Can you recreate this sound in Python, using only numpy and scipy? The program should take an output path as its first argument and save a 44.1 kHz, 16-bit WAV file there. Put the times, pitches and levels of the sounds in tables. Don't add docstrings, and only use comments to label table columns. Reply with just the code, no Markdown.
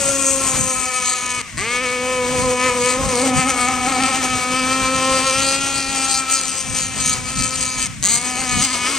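import sys
import numpy as np
from scipy import signal
from scipy.fft import rfft, irfft
from scipy.io import wavfile
from scipy.ndimage import uniform_filter1d, map_coordinates

SR = 44100
rng = np.random.default_rng(int(sys.argv[2]) if len(sys.argv) > 2 else 0)


def unload_wav(signal):
    wavfile.write(
        sys.argv[1],
        SR,
        np.round(np.clip(np.atleast_2d(signal).T, -1, 1) * 32767).astype(np.int16),
    )


N = 396018
TIME = np.arange(N) / SR

# (time [s], rate [Hz])
CRUISE_RATE = [(0.0, 277.7), (0.77, 254), (1.31, 249.1), (1.76, 251.7), (2.32, 252.8), (2.68, 246.3),
               (3.71, 250.3), (4.09, 256.9), (4.5, 254.3), (4.82, 263.7), (5.13, 258.2), (5.57, 273.4),
               (6.37, 263.9), (7.12, 258.8), (7.82, 257.5), (8.2, 251.9), (8.67, 245.6), (8.98, 251)]
# (shut [s], open again [s])
THROTTLE_CUTS = [(1.39, 1.572), (7.845, 8.026)]
# (time [s], length [s], rise in rate [Hz], added roughness [0-1])
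PROPELLER_SKIPS = [(1.826, 0.088, 9.9, 0), (2.441, 0.073, 8.9, 0.25), (2.66, 0.098, 9.2, .06),
                   (3.032, 0.24, 20.8, 0.32), (3.257, .2, 24.9, 0.39), (3.403, 0.13, 14, .06),
                   (3.487, 0.11, 27.6, 0.2), (3.7, 0.11, 11, 0.2), (3.904, .1, 24, 0.48),
                   (4.021, 0.071, 8.6, .3), (4.088, .09, 11, 0.37), (4.167, 0.12, 9, 0.16),
                   (8.413, .12, 12, 0.2), (8.653, 0.1, 22.3, 0.1), (8.719, 0.076, 21, 0.1),
                   (8.927, .18, 30, .08)]
# (time [s], length [s], crack change [dB], bark change [dB])
HULL_BOUNCES = [(2.43, 0.25, 9, 0.5), (2.654, 0.18, 9.5, 11.5), (2.759, .07, -2, 2), (2.883, .17, 11, 9.5),
                (3.02, .13, -11, -8), (3.16, 0.16, 9.5, 2.5), (3.405, 0.1, 10, 8.5), (3.5, 0.071, 8.5, 4.5),
                (3.645, 0.14, 8.5, 4.5), (4.04, 0.15, 5.5, 4.5), (6.137, 0.14, 6.5, 0.5),
                (6.23, 0.081, -9, 0), (6.335, 0.16, 9, 3.5), (6.48, 0.079, 4.5, -4), (6.603, 0.093, 6, -2),
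                (6.801, 0.17, 8.5, 2.5), (6.93, .07, -3, 1), (7.07, .22, 12.5, 6), (7.41, 0.15, 8.5, 5),
                (7.593, 0.21, 7.5, 1.5), (7.824, 0.13, 6.5, 5), (8.106, 0.19, 11.5, 6),
                (8.541, 0.092, 2, 5), (8.63, .14, 12, 4), (8.86, 0.12, -1, 4.5)]
# (time [s], first [dB], second [dB], third [dB], fourth [dB])
DRONE_LEVELS = [(0.0, -37.5, -30.5, -76, -49.5), (0.5, -37.5, -33.5, -41.5, -37.5),
                (0.9, -50.5, -46, -45, -48.5), (1.35, -43.5, -46.5, -53.0, -43),
                (1.9, -37.5, -30.0, -46, -43.5), (2.45, -28.0, -24.5, -37, -31.5),
                (2.85, -35.5, -28.5, -46, -34.5), (3.25, -23.5, -29, -33.5, -37.0),
                (3.6, -34, -41, -33, -40), (3.95, -27.5, -38.5, -27.5, -37.5),
                (4.3, -32.5, -41.5, -39.5, -44), (5.1, -29.5, -24.0, -40, -28.5),
                (5.65, -36.5, -41.5, -42, -54), (6.1, -37.5, -50, -36, -48), (6.55, -44, -47, -53, -50),
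                (7.75, -44, -48.5, -54.5, -48.5), (8.5, -34.5, -50, -37.5, -42.5),
                (8.98, -37, -54, -62, -41.0)]
# (time [s], pipe level [dB], can level [dB])
BARK_LEVELS = [(0.0, -40.5, -39), (0.6, -39, -36.5), (1.15, -37.5, -34.5), (1.75, -33.5, -27),
               (2.1, -39, -33.5), (2.9, -39, -36.5), (3.7, -31.5, -32.5), (4.3, -34, -31.5),
               (4.7, -28.5, -29), (5.4, -32, -30), (5.9, -37, -33), (6.3, -33.5, -37), (6.65, -47, -39),
               (7.45, -39.5, -38.5), (7.75, -47.5, -38.5), (8.5, -38, -33), (8.98, -36.5, -32.5)]
# (frequency [Hz], width [Hz], gain [dB])
PIPE_MODES = [(1285, 31, 18), (1535, 250, -7)]
CAN_MODES = [(1787, 122, 1), (2228, 176, 7), (2511, 57, 2.5), (2785, 26, -8), (3014, 21, 1)]
# (time [s], level [dB])
CRACK_LEVELS = [(-0.0, -36.5), (0.63, -32.5), (0.9, -43), (1.07, -35.5), (1.73, -48.5), (2.24, -53),
                (2.88, -45), (4.42, -46.5), (4.88, -43.5), (5.57, -37.5), (6.37, -40.5), (6.9, -43.5),
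                (7.81, -43.5), (8.18, -40), (8.98, -44.5)]
# (frequency [Hz], relative level [dB])
CRACK_BODY_SPECTRUM = [(900, -26.5), (2000, 14.5), (2900, 19), (3500, 13), (4100, 22), (4850, 20.5),
                       (5500, 8.5), (7000, -22), (14000, -17.5)]
CRACK_EDGE_SPECTRUM = [(1500, -26), (3500, -40), (5300, -1), (6300, 9.5), (8500, 6.5), (10000, 10.5),
                       (14500, -2)]
# (time [s], echo gain [dB], crack body over edge [dB], churned water level [dB])
COURSE_BALANCE = [(0, -1, -13, -31.5), (.65, -7.5, -14, -35.5), (1.0, 2, -0.5, -42), (1.8, -27, -0.5, -38),
                  (2.3, -10.5, -1, -34.5), (3.2, -8.5, -2, -31.5), (3.6, -6.5, -7, -33), (4.05, -6, 4, -32),
                  (5.0, -11.5, 7, -31), (5.7, -14, 4.5, -35), (6.6, -8.5, 0, -38), (7.7, -8, 1, -38),
                  (8.25, -16, -2, -36.5), (8.98, -12, 9, -31.5)]
# (frequency [Hz], relative level [dB])
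TAIL_SPECTRUM = [(1500, -32), (4000, -1), (6000, -8), (7500, -3.5), (10000, 3), (14000, -1)]
CHURN_SPECTRUM = [(80, -11.5), (200, -1.5), (400, -2), (650, -5), (1000, -5.5), (1500, -8.5), (3000, -6),
                  (7000, -16.5), (14000, -14)]
SPRAY_SPECTRUM = [(200, 0), (400, -8), (800, -9.5), (2300, 3), (3600, -2), (7000, -13), (8400, -15.5),
                  (14000, -9.5)]
# (time [s], level [dB])
BREEZE_LEVELS = [(-0.0, -39.0), (0.65, -39), (0.87, -48), (1.58, -45.5), (3.22, -37), (4.92, -36.5),
                 (6.46, -43.5), (7.92, -36.5), (8.98, -42.5)]
# (time [s], length [s], rise [dB])
WIND_GUSTS = [(0.594, 0.23, 9.0), (1.586, 0.28, 10), (2.416, 0.37, 15), (3.08, 0.3, 11.5), (3.381, 0.1, 12),
              (6.76, 0.44, 9), (7.069, 0.57, 11.5), (7.401, 0.24, 12.5), (8.566, 0.23, 14.5)]
# (frequency [Hz], relative level [dB])
WIND_SPECTRUM = [(15, -21), (40, -1), (110, 0.5), (170, -1), (260, -5), (500, -54.5), (2000, -40.5)]
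# (frequency [Hz], left gain [dB], right gain [dB])
PORT_RESPONSE = [(195, .5, 0.5), (1400, 6.5, 4.5), (2390, 6.5, 3), (4060, 4.5, 1.5), (4860, 8.5, 4.5),
                 (6900, 16.5, 19.5), (7966, 19, -6), (8244, 26, 9.5), (9900, 5, -17), (11070, 0.5, -12),
                 (12000, -2, -79), (14900, -5, -13)]

ENGINE_HZ = 251.4
IDLE_SHARE, RUN_DOWN_S, RUN_UP_S = .45, .125, .062
BURN_OUT_S = 0.0283
COAST_TONE_DB, COAST_CRACK_DB, COAST_CHURN_DB = -15.5, -34, -21
TONE_DB_PER_OCTAVE = 4
PICKUP_DB, PICKUP_S = 4.5, 0.085
BITE_SHARE, BITE_LAG = .25, 0.76
UNLOADED_BARK_DB_PER_HZ, UNLOADED_CRACK_DB_PER_HZ = -0.0059, 0.104
HUNT_SHARE, HUNT_PER_S = .008, 19
CRACK_CEILING_DB = -28.5


def engine(revs, pause, pickup_db, body_db, cooling=0.33):
    flare_hz, drag_hz, rough = propeller()
    crack_swell_db, bark_swell_db = hull()
    cruise_hz = in_time(CRUISE_RATE)[0]
    flutter = HUNT_SHARE * drift(HUNT_PER_S) + (.001 + .025 * rough) * drift(50)
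    turns = np.cumsum((cruise_hz * revs + flare_hz - drag_hz) * (1 + flutter)) / SR
    puffs, fronts = firings(turns, rough)
    effort_db = TONE_DB_PER_OCTAVE * np.log2(revs) + COAST_TONE_DB * pause
    shift = cruise_hz / ENGINE_HZ * revs ** cooling
    bark_db = effort_db + bark_swell_db + UNLOADED_BARK_DB_PER_HZ * flare_hz
    crack_db = crack_swell_db + UNLOADED_CRACK_DB_PER_HZ * flare_hz + COAST_CRACK_DB * pause + pickup_db
    tone = drone(turns, rough, effort_db) + bark(puffs, shift, bark_db)
    return tone + off_water(crack(fronts, body_db, crack_db))


def firings(turns, rough, shock_spread_db=2.4, weak_share=0.041):
    at = np.interp(np.arange(1, int(turns[-1])), turns, np.arange(N))
    harsh = rough[at.astype(int)]
    late, strong, steep, burn = rng.standard_normal((4096, 4))[:len(at)].T
    at = at + SR * .00006 * harsh * late
    sizes = from_db(9.0 * harsh * strong)
    weak = burn < np.quantile(burn, weak_share)
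    shocks = sizes * from_db(shock_spread_db * steep) * np.where(weak, .2, 1)
    gas = rms_one(rng.standard_normal(N) * np.exp(-(turns % 1) / .35))
    puffs = rms_one(pulses(at, sizes)) + .8 * rough * gas
    fronts = rms_one(pulses(at, shocks)) + (.12 + 1.2 * rough) * gas
    return puffs, fronts


def drone(turns, rough, effort_db, fading_db=1.76):
    hum = 0
    for order, db in enumerate(in_time(DRONE_LEVELS), 1):
        wobble = from_db(fading_db * drift(14)) * (1 + .9 * rough * drift(110))
        phase = 2 * np.pi * order * turns + rough * drift(70)
        hum = hum + from_db(db + effort_db) * np.sqrt(2) * wobble * np.cos(phase)
    return hum


def bark(puffs, shift, change_db):
    pipe_db, can_db = in_time(BARK_LEVELS) + change_db
    pipe = evened(high_pass(resonate(puffs, PIPE_MODES, shift), hz=1050))
    can = evened(high_pass(resonate(puffs, CAN_MODES, shift), hz=1300))
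    return from_db(pipe_db) * pipe + from_db(can_db) * can


def crack(fronts, body_db, change_db):
    edge = evened(colour(fronts, CRACK_EDGE_SPECTRUM))
    body = from_db(body_db) * evened(colour(fronts, CRACK_BODY_SPECTRUM))
    level_db = np.minimum(in_time(CRACK_LEVELS)[0] + change_db, CRACK_CEILING_DB)
    return from_db(level_db) * (edge + body)


def throttle():
    revs, pause, pickup_db = np.ones(N), 0, 0
    for shut, reopen in THROTTLE_CUTS:
        coasted = np.clip(TIME - shut, 0, reopen - shut)
        since = np.maximum(TIME - reopen, 0)
        revs = revs - (1 - IDLE_SHARE) * (1 - np.exp(-coasted / RUN_DOWN_S)) * np.exp(-since / RUN_UP_S)
        pause = pause + 1. * (TIME > shut + BURN_OUT_S) * (TIME < reopen)
        pickup_db = pickup_db + PICKUP_DB * (TIME >= reopen) * np.exp(-since / PICKUP_S)
    return revs, uniform_filter1d(pause, size=90), pickup_db


def propeller(steady_rough=.08):
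    flare_hz, drag_hz, rough = 0, 0, steady_rough
    for s, length, rise_hz, harsh in PROPELLER_SKIPS:
        airborne = hump(s, length)
        flare_hz = flare_hz + rise_hz * airborne
        rough = rough + harsh * airborne
        drag_hz = drag_hz + BITE_SHARE * rise_hz * hump(s + BITE_LAG * length, length)
    return flare_hz, drag_hz, rough


def hull():
    crack_swell, bark_swell, aloft = 0, 0, 0
    for s, length, crack_db, bark_db in HULL_BOUNCES:
        bounce = np.sqrt(hump(s, length))
        crack_swell = crack_swell + crack_db * bounce
        bark_swell = bark_swell + bark_db * bounce
        aloft = np.maximum(aloft, bounce)
    rocking = drift(22) * (1 - aloft / 2)
    return crack_swell + 2.5 * rocking, bark_swell + 0.98 * rocking


def off_water(x, delay_ms=0.2926, strength=0.55):
    ripple = drift(7)
    lags_ms = [np.abs(delay_ms + 0.06 * (ripple + .8 * drift(11))) for side in range(2)]
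    return np.array([x + strength * delayed(x, ms) for ms in lags_ms])


def banks(x, slap_s=.085, t60_s=0.45, dull_hz=2600, apart=0.49):
    t = TIME[:SR]
    tails = rng.standard_normal((3, SR)) * from_db(-60 * t / t60_s) * np.minimum(t / 0.025, 1)
    tails *= .5 / np.sqrt(np.sum(tails ** 2, axis=1, keepdims=True))
    paths = tails[0] + apart * tails[1:]
    paths[:, int(slap_s * SR)] += 1
    dull = signal.sosfilt(signal.butter(2, dull_hz, fs=SR, output="sos"), x)
    return signal.oaconvolve(dull[None], paths, axes=1)[:, :N]


def rooster_tail(turns_away_s=0.71, fade_db_per_s=35):
    hiss = stereo_noise(TAIL_SPECTRUM, apart=0.8)
    lag_ms = .40 + .08 * TIME
    mirrored = np.array([delayed(side, lag_ms, order=2) for side in hiss])
    level_db = -35.5 - fade_db_per_s * np.maximum(TIME - turns_away_s, 0)
    return from_db(level_db) * (hiss + .45 * mirrored)


def churned_water(level_db, pause):
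    gain = from_db(level_db + COAST_CHURN_DB * pause + 2 * drift(25))
    return gain * stereo_noise(CHURN_SPECTRUM, apart=0.41)


def spray(level_db=-44):
    return from_db(level_db + drift(14)) * stereo_noise(SPRAY_SPECTRUM, apart=1.0)


def wind():
    gusts_db = sum(db * hump(s, length) for s, length, db in WIND_GUSTS)
    level_db = in_time(BREEZE_LEVELS)[0] + gusts_db + 2.5 * drift(18)
    return from_db(level_db) * stereo_noise(WIND_SPECTRUM, apart=1.25)


def from_db(db):
    return 10 ** (np.asarray(db) / 20)


def in_time(rows):
    s, *columns = np.transpose(rows)
    return [np.interp(TIME, s, c) for c in columns]


def hump(middle, length):
    return np.interp(TIME, middle + length * np.linspace(-.5, .5, 65), np.hanning(65))


def rms_one(x):
    return x / np.sqrt(np.mean(x ** 2) + 1e-20)


def evened(x, size=1500):
    return x / np.sqrt(np.abs(uniform_filter1d(uniform_filter1d(x ** 2, size), size)) + 1e-12)


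def drift(rate):
    knots = rng.standard_normal(8192)
    return rms_one(map_coordinates(knots, [TIME[::16] * rate], order=3, mode="wrap")).repeat(16)[:N]


def delayed(x, ms, order=3):
    return map_coordinates(x, [np.arange(N) - SR / 1000 * ms], order=order)


def pulses(at, sizes):
    taps = np.floor(at)[:, None] + np.arange(-7, 9)
    offset = taps - at[:, None]
    shape = np.sinc(offset) * np.sinc(offset / 8)
    return np.bincount(np.clip(taps, 0, N - 1).astype(int).ravel(), (shape * sizes[:, None]).ravel(), N)


def resonate(x, modes, shift):
    clock = np.cumsum(shift)
    soft = signal.sosfiltfilt(signal.butter(2, 5000, fs=SR, output="sos"), x)
    aboard = np.interp(np.arange(int(clock[-1])), clock, soft)
    ringing = 0
    for hz, width, db in modes:
        r = np.exp(-np.pi * width / SR)
        feedback = [1, -2 * r * np.cos(2 * np.pi * hz / SR), r * r]
        ringing = ringing + from_db(db) * (1 - r * r) / 2 * signal.lfilter([1, 0, -1], feedback, aboard)
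    return np.interp(clock, np.arange(len(ringing)), ringing)


def high_pass(x, hz):
    return signal.sosfiltfilt(signal.butter(3, hz, "high", fs=SR, output="sos"), x)


def colour(x, spectrum, size=8192):
    hz, db = np.transpose(spectrum)
    grid = np.maximum(np.fft.rfftfreq(size, 1 / SR), 1)
    gain = from_db(np.interp(np.log(grid), np.log(hz), db))
    cepstrum = irfft(np.log(gain))
    cepstrum[1:size // 2] *= 2
    cepstrum[size // 2 + 1:] = 0
    return signal.oaconvolve(x, irfft(np.exp(rfft(cepstrum))))[:N]


def stereo_noise(spectrum, apart):
    shared, left, right = [rms_one(colour(rng.standard_normal(N), spectrum)) for _ in range(3)]
    return (shared + apart * np.array([left, right])) / np.sqrt(1 + apart ** 2 / 2)


def scene():
    echo_db, body_db, churn_db = in_time(COURSE_BALANCE)
    revs, pause, pickup_db = throttle()
    boat = engine(revs, pause, pickup_db, body_db)
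    background = churned_water(churn_db, pause) + spray() + wind()
    echoes = from_db(echo_db) * banks(boat.mean(axis=0))
    return boat + echoes + rooster_tail() + background


def record(dry, left_lag_ms=0.019, cutoff_hz=14400):
    ports = np.array(PORT_RESPONSE)
    heard = np.array([colour(dry[side], ports[:, [0, side + 1]]) for side in range(2)])
    heard[0] = delayed(heard[0], left_lag_ms)
    rounded = heard / (1 + heard ** 8) ** .125
    return signal.sosfilt(signal.ellip(10, .1, 100, cutoff_hz, fs=SR, output="sos"), rounded)


dry = scene()
out = record(dry)
unload_wav(out)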